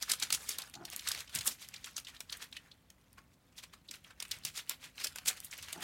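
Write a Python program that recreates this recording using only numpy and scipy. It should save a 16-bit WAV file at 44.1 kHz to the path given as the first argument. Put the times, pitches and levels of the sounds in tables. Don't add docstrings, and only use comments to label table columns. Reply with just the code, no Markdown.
import sys
import numpy as np
from scipy import signal
from scipy.fft import rfft, irfft, next_fast_len
from scipy.io import wavfile
from scipy.ndimage import uniform_filter1d, map_coordinates

SR = 44100
rng = np.random.default_rng(int(sys.argv[2]) if len(sys.argv) > 2 else 0)


def to_wav(s):
    ch = np.atleast_2d(s).T
    pcm = np.round(np.clip(ch, -1, 1) * 32767)
    wavfile.write(sys.argv[1], SR, pcm.astype(np.int16))


N = 257103


def amp(db):
    return 10 ** (np.asarray(db) / 20)


def unit(x):
    return x / np.sqrt(np.mean(x ** 2) + 1e-20)


def along(points, hz):
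    f, v = np.transpose(points)
    return np.interp(np.log(hz + 1), np.log(f), v)


def hump(hz, centre_hz, octaves):
    return 1 / (1 + (np.log2((hz + 1) / centre_hz) / octaves) ** 2)


def filtered(x, response):
    n = x.shape[-1]
    padded = next_fast_len(n + 4096)
    return irfft(rfft(x, padded) * response(np.fft.rfftfreq(padded, 1 / SR)), padded)[..., :n]


def add(track, s, sound):
    i = round(s * SR)
    part = sound[max(-i, 0):max(N - i, 0)]
    track[max(i, 0):max(i, 0) + len(part)] += part


def swell(rise, fall):
    lead = 2 * max(rise, 1 / SR)
    t = np.arange(-lead, 3 * abs(fall) + .002, 1 / SR)
    return amp(-20 * np.where(t < 0, np.abs(t / rise) ** 1.07, t / fall)), lead


def wobble(rate):
    return map_coordinates(rng.standard_normal(1024), [np.arange(N) * rate / SR], mode="mirror")


def crackle(n, rate, spread_db, friction):
    impulses = (rng.random(n) < rate / SR) * rng.choice([-1, 1], n)
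    sizes = amp(spread_db * rng.standard_normal(n).clip(-2, 2))
    return unit(unit(impulses * sizes) + friction * rng.standard_normal(n))


# frequency in Hz, relative level in dB.
ROOM_TONE = [(12, -57), (20, -37), (40, -5), (65, -5.5), (187, -9.5), (216, -13), (262, -9), (301, -16),
             (337, -17), (434, -22), (527, -19), (590, -21.5), (5080, -36), (8890, -38), (16000, -37.5)]


def background():
    air = unit(filtered(rng.standard_normal(N), lambda hz: amp(along(ROOM_TONE, hz))))
    hum = np.sin(2 * np.pi * 60 * np.arange(N) / SR)
    return amp(-67.5) * air + amp(-78) * hum


# frequency in Hz, seconds to fall 60 dB.
ROOM_DECAY = [(200, 0.27), (1500, 0.2), (5000, 0.12), (14000, 0.17)]


def room(x, stretches=16):
    out = np.zeros(N)
    for piece in np.array_split(np.arange(N), stretches):
        hz, t, noise = signal.stft(rng.standard_normal(SR // 3), SR, nperseg=256)
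        decay = amp(-60 * t / along(ROOM_DECAY, hz)[:, None])
        tail = signal.istft(noise * decay, SR, nperseg=256)[1]
        add(out, piece[0] / SR + .003, signal.fftconvolve(x[piece], tail / np.linalg.norm(tail)))
    return out


# frequency in Hz, relative level in dB.
CUSHION_RUMBLE = [(30, -28.5), (60, 6), (100, -5), (200, -6.5), (500, -50), (2000, -83)]


def shuffle(stir_db):
    rumble = unit(filtered(rng.standard_normal(N), lambda hz: amp(along(CUSHION_RUMBLE, hz))))
    effort_db = .5 * (uniform_filter1d(stir_db, size=6600) + 44.5)
    return amp(-67.5 + effort_db) * rumble


# frequency in Hz, width in Hz, relative level in dB.
PLUSH_MODES = [(175, 105, -4), (356, 45, 0), (677, 82, -3.5), (820, 80, 0), (1410, 460, -13)]
# peak time in seconds, level in dB, rise and fall in seconds.
PAW_SCUFFS = [(.768, -51.5, .03, 0.056), (.815, -48, 0.037, 0.075), (5.762, -48, .02, 0.1),
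              (5.825, -50.5, 0.018, 0.045)]


def scuffs():
    def plush(hz):
        modes = sum((-1) ** k * amp(db) * 1j * hz * width / (centre ** 2 - hz ** 2 + 1j * hz * width)
                    for k, (centre, width, db) in enumerate(PLUSH_MODES))
        return modes / (1 + (hz / 2200) ** 4)

    out = np.zeros(N)
    for s, db, rise, fall in PAW_SCUFFS:
        shape, lead = swell(rise, fall)
        slips = crackle(len(shape), rate=400, spread_db=4, friction=.6)
        add(out, s - lead, amp(db) * shape * unit(filtered(slips, plush)))
    return out


# time in seconds, relative level in dB, pitch in Hz.
CUSHION_PATS = [(0.111, -56, 180), (0.223, -51.5, 223), (0.328, -50.5, 125), (0.954, -55, 258),
                (1.154, -55, 102), (1.349, -46, 160), (1.384, -52, 105), (1.472, -48.5, 270),
                (3.892, -53.5, 254), (4.314, -56.5, 121), (4.364, -54, 110), (4.444, -51, 162),
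                (4.478, -56, 102), (5.261, -54, 129), (5.608, -52.5, 102)]


def pats():
    out = np.zeros(N)
    shape, lead = swell(rise=.008, fall=.049)
    for s, db, pitch_hz in CUSHION_PATS:
        puff = unit(filtered(rng.standard_normal(len(shape)), lambda hz: hump(hz, pitch_hz, .42)))
        add(out, s + .005 - lead, amp(db - 5) * shape * puff)
    return out


def knock(s, db, pitch_hz, t60):
    out, t = np.zeros(N), np.arange(SR // 4) / SR
    add(out, s, amp(db - 60 * t / t60) * np.sin(2 * np.pi * pitch_hz * t))
    return out


# frequency in Hz, relative level in dB.
FOIL_COLOUR = [(40, -29), (150, 3), (400, 2.5), (750, -1), (1130, -.5), (1500, -1), (2800, -1), (5000, 0),
               (8000, 1.5), (12500, 0), (16000, -3.5)]


def facets(x, centre_hz, octaves):
    return filtered(x, lambda hz: amp(along(FOIL_COLOUR, hz)) * hump(hz, centre_hz, octaves))


def flex(x, depth_db, frame):
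    spectra = signal.stft(x, nperseg=frame)[2]
    resonances = uniform_filter1d(rng.standard_normal(spectra.shape), 5, axis=0)
    resonances = uniform_filter1d(resonances, 3, axis=1)
    coloured = spectra * amp(depth_db * unit(resonances))
    coloured *= np.linalg.norm(spectra, axis=0) / (np.linalg.norm(coloured, axis=0) + 1e-12)
    return signal.istft(coloured, nperseg=frame)[1][:N]


def ticks(stir_db, rate, db, centre_hz):
    out = np.zeros(N)
    shape, lead = swell(rise=.00024, fall=.0018)
    for when, pitch, size in rng.random((int(rate * N / SR), 3)):
        flick = shape * rng.standard_normal(len(shape))
        tick = facets(flick, centre_hz * 2 ** (pitch - .5), octaves=.78)
        add(out, when * N / SR, amp(stir_db[int(when * N)] + db) * size ** 2 * tick)
    return out


def zips(stir_db, rate, db, low_hz, high_hz, mean_s):
    out = np.zeros(N)
    for when, pitch, life, size, way in rng.random((int(rate * N / SR), 5)):
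        progress = np.linspace(0, 1, int(SR * mean_s * (.5 + life)))
        speed = np.sin(np.pi / 2 * (progress if way < .65 else 1 - progress))
        hz = (low_hz + (high_hz - low_hz) * speed) * 4 ** (pitch - .5)
        rough_hz = hz * (1 + .29 * rng.standard_normal(len(hz)))
        chirp = np.sin(np.pi * progress) * np.sin(2 * np.pi * np.cumsum(rough_hz) / SR)
        add(out, when * N / SR, amp(stir_db[int(when * N)] + db) * size * chirp)
    return out


# time in seconds, level in dB.
RUBBING = [(0.0, -65), (0.45, -56), (0.63, -57), (0.78, -74), (0.88, -59), (1.0, -58), (1.21, -56),
           (1.26, -71), (1.42, -52), (1.58, -72), (2.38, -74), (2.78, -78), (3.5, -78), (4.3, -72),
           (4.93, -74), (5.1, -63), (5.48, -62), (5.83, -57)]


def sliding_db():
    power = amp(np.interp(np.arange(N) / SR, *np.transpose(RUBBING))) ** 2
    settling, lead = swell(rise=.028, fall=.058)
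    for s, db, _, _ in WAND_SWINGS:
        add(power, s - lead, (amp(db - 15.6) * settling) ** 2)
    flutter_db = 2.5 * wobble(rate=70)
    return 10 * np.log10(power) + flutter_db


def sliding(level_db, centre_hz):
    grains = crackle(N, rate=900, spread_db=6, friction=.72)
    out = np.zeros(N)
    for band_hz in 500 * 2 ** np.arange(6):
        share = np.maximum(1 - np.abs(np.log2(centre_hz / band_hz)), 0)
        out += share * unit(facets(grains, band_hz, octaves=1.15))
    return amp(level_db) * out


# peak time in seconds, relative level in dB, centre in Hz.
TOY_CLICKS = [(0.0957, -35, 5500), (0.3046, -33, 6500), (0.5852, -32.0, 7500), (0.6985, -51, 7500),
              (0.9014, -40.0, 11000), (0.9629, -31.0, 11000), (1.149, -37.5, 4300), (1.6877, -41.0, 6000),
              (1.8601, -44.5, 9000), (2.0003, -43.5, 11000), (2.2054, -38.0, 10000), (2.9033, -49.0, 5000),
              (3.1304, -54.0, 7500), (4.2026, -35.5, 4200), (4.2259, -34.0, 7500), (4.2821, -51.5, 7500),
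              (4.3129, -32.5, 5800), (4.3875, -52, 7500), (4.4511, -30.5, 4600), (4.6958, -27.5, 5800),
              (5.1598, -38.0, 3500), (5.1853, -40.0, 3500), (5.2597, -37.5, 4500), (5.4028, -37.0, 7500),
              (5.4472, -39.0, 12500), (5.5782, -41.5, 12000), (5.6269, -41.0, 7500), (5.7292, -34.0, 5200)]


def clicks(octaves=1.2, rise=.0004, fall=.0026):
    return [(s, db + 1, hz, octaves, rise, fall) for s, db, hz in TOY_CLICKS]


# peak time in seconds, relative level in dB, centre in Hz,
# spread in octaves.
FOLD_SNAPS = [(0.0984, -29.0, 4700, 0.97), (0.1176, -22.0, 5400, 0.91), (0.1356, -31.5, 3100, 1.43),
              (0.2003, -37.5, 5100, 1.02), (0.2264, -27, 4400, 0.58), (0.235, -32, 4200, 0.7),
              (0.3049, -32.0, 2500, 1.26), (0.3267, -22.5, 5300, 1.27), (0.349, -32, 4000, 1.1),
              (0.4921, -28.5, 7600, 1.24), (0.5865, -33.5, 6900, 1.41), (0.6199, -39.0, 3700, 0.85),
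              (0.7398, -44.0, 3100, 0.82), (0.7538, -44.0, 4000, 0.45), (0.853, -38.5, 4100, 0.96),
              (0.995, -39.5, 3800, 0.54), (1.0751, -31.0, 3700, 0.65), (1.0882, -28.5, 6500, 0.91),
              (1.1173, -29.5, 4500, 0.88), (1.1489, -41.0, 3900, 0.54), (1.2058, -39.0, 3500, 1.62),
              (1.2779, -51.0, 3400, 0.48), (1.3518, -30.0, 7800, 1.17), (1.358, -32, 5500, 1.2),
              (1.3889, -33.5, 5100, 0.85), (1.4108, -35.5, 3400, 0.82), (1.477, -25.5, 7000, 1.2),
              (1.7416, -41.0, 3500, 0.61), (1.7638, -44.0, 4300, 0.33), (1.8444, -39.0, 3400, 0.65),
              (1.9669, -34, 5600, 0.47), (2.0501, -47.5, 4000, 0.39), (2.071, -43.0, 3300, 0.43),
              (2.167, -50, 3700, 0.3), (2.206, -39.5, 2800, 1.54), (2.298, -42.0, 3500, 0.34),
              (2.3268, -34.0, 3400, 0.63), (2.3717, -47.0, 11700, 1.25), (2.5279, -43.0, 3100, 0.65),
              (2.5679, -39.0, 3100, 0.39), (2.7168, -50, 4000, 0.3), (2.9025, -56, 2500, 1.3),
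              (3.889, -44.5, 4000, 0.34), (3.9124, -39.5, 4800, 1.04), (4.0463, -50.5, 3000, 0.42),
              (4.2026, -38.0, 3100, 0.96), (4.2252, -38.0, 3100, 1.24), (4.2521, -46.5, 2200, 0.93),
              (4.3167, -30.5, 4400, 0.61), (4.4375, -50.0, 3900, 0.56), (4.452, -31.0, 3900, 0.95),
              (4.6954, -33.5, 5600, 2.0), (4.9807, -43.0, 2700, 0.42), (5.0708, -33.5, 4200, 0.86),
              (5.1592, -40.0, 2300, 1.27), (5.1851, -42.5, 2300, 1.13), (5.2589, -37.5, 3100, 1.33),
              (5.5135, -44.5, 5800, 0.38), (5.528, -43, 2400, 0.5), (5.685, -44, 2350, 1),
              (5.73, -36.5, 3700, 1.25)]


def snaps():
    bursts = []
    for s, db, hz, octaves in FOLD_SNAPS:
        height = hz / 4200
        rise = .003 * height ** .5 / octaves ** .3
        fall = .0088 / height ** .36
        bursts.append((s, db + 1.7, hz, octaves, rise, fall))
    return bursts


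# peak time in seconds,
# relative level in dB, centre in Hz, seconds to fall 20 dB.
WAND_SWINGS = [(0.027, -31.0, 4400, 0.013), (0.112, -35.0, 2800, 0.042), (0.231, -40.0, 2800, 0.055),
               (0.343, -30.0, 4600, 0.023), (0.43, -51.5, 7400, 0.092), (0.509, -39.5, 3800, 0.059),
               (0.598, -45.0, 3200, 0.019), (0.93, -44.5, 3800, 0.031), (0.979, -50.5, 2900, 0.021),
               (1.094, -42.5, 3500, 0.104), (1.184, -44.0, 2900, 0.061), (1.298, -50.5, 2100, 0.014),
               (1.36, -38.0, 2700, 0.048), (1.473, -27.5, 9100, 0.026), (1.517, -44.5, 4800, 0.042),
               (1.626, -48.5, 3600, 0.069), (1.763, -56.5, 2200, 0.117), (1.87, -51.5, 3100, 0.08),
               (1.981, -38.0, 4000, 0.019), (2.088, -48.5, 2400, 0.036), (2.15, -55.5, 2000, 0.051),
               (2.341, -52.0, 2000, 0.091), (2.425, -43.0, 2400, 0.037), (2.553, -58.0, 2500, 0.061),
               (2.662, -64.5, 1600, 0.117), (3.184, -51, 1400, 0.014), (3.339, -67, 4500, 0.013),
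               (3.585, -45.5, 3300, 0.023), (3.637, -46.0, 2600, 0.016), (3.739, -51.5, 2000, 0.019),
               (3.945, -49.0, 2700, 0.037), (4.07, -60.0, 1900, 0.056), (4.108, -52.5, 1600, 0.015),
               (4.223, -54.5, 1700, 0.053), (4.338, -50.0, 2300, 0.088), (4.472, -41.5, 3600, 0.038),
               (4.577, -38.0, 3700, 0.043), (4.712, -41.0, 2500, 0.035), (4.844, -47.5, 2500, 0.056),
               (5.011, -43.0, 3200, 0.056), (5.045, -29.5, 5000, 0.014), (5.176, -47.5, 3200, 0.01),
               (5.283, -24, 5800, 0.021), (5.373, -50.0, 2700, 0.03), (5.45, -45.5, 12400, 0.026),
               (5.537, -47, 2300, 0.035), (5.589, -45.0, 2300, 0.017), (5.633, -47.0, 3600, 0.037),
               (5.701, -50, 2200, 0.08), (5.829, -39.0, 2300, 0.033)]


def swishes(octaves=1.12):
    return [(s, db - .1, hz, octaves, .82 * fall, fall) for s, db, hz, fall in WAND_SWINGS]


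def folds(per_s=55, scatter_db=2.2, scatter_octaves=.4, octaves=.28, rise=.0017, fall=.006):
    bursts = []
    for s, db, hz, length in WAND_SWINGS:
        draws = rng.standard_normal((12, 3)).clip(-1.7, 1.7)
        for when, size, pitch in draws[:round(per_s * length)]:
            fold_db = db - .5 - 10 * abs(when) + scatter_db * size
            fold_hz = hz * 2 ** (scatter_octaves * pitch)
            bursts.append((s + length * when / 2, fold_db, fold_hz, octaves, rise, fall))
    return bursts


def crinkles(bursts):
    out = np.zeros(N)
    edge_shape, edge_lead = swell(rise=.0003, fall=.0018)
    for s, db, centre_hz, octaves, rise, fall in bursts:
        shape, lead = swell(rise, fall)
        sudden = 1 / (1 + (rise / .0018) ** 2)
        clumping = unit(uniform_filter1d(rng.standard_normal(len(shape)), size=70))
        clumps = amp(2.2 * (1 - sudden) * clumping)
        buckles = crackle(len(shape), rate=7000, spread_db=3.5, friction=.67)
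        crumple = unit(facets(shape * clumps * buckles, centre_hz, octaves))
        add(out, s - lead, amp(db) * crumple * np.sqrt(np.mean(shape ** 2)))
        edge = facets(edge_shape * rng.standard_normal(len(edge_shape)), centre_hz=11000, octaves=1)
        add(out, s - edge_lead, amp(db + 3.5) * sudden * min(octaves, 1) ** 2 * edge)
    return out


def scene():
    slide_db = sliding_db()
    slide_hz = 2000 * 2 ** (.25 * wobble(rate=12))
    bursts = swishes() + snaps() + clicks() + folds()
    foil = flex(crinkles(bursts), depth_db=2.3, frame=256)
    foil += flex(sliding(slide_db, slide_hz), depth_db=5, frame=384)
    power = np.abs(uniform_filter1d(foil ** 2, size=220))
    stir_db = uniform_filter1d(10 * np.log10(power + 1e-8), size=2600)
    chirps = zips(stir_db, rate=55, db=3.5, low_hz=1300, high_hz=3300, mean_s=.009)
    tips = ticks(stir_db, rate=30, db=15, centre_hz=10000)
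    toy = foil + chirps + tips + knock(s=3.182, db=-58.5, pitch_hz=1103, t60=.1)
    play = toy + pats() + scuffs() + shuffle(stir_db)
    return (play + amp(-11.5) * room(play) + background())[None]


def record(dry):
    low_hz, top_hz = 33, 16000
    low_cut = lambda hz: (hz / low_hz) ** 4 / (1 + (hz / low_hz) ** 4)
    return filtered(dry, lambda hz: low_cut(hz) * (hz < top_hz))


dry = scene()
out = record(dry)
to_wav(out)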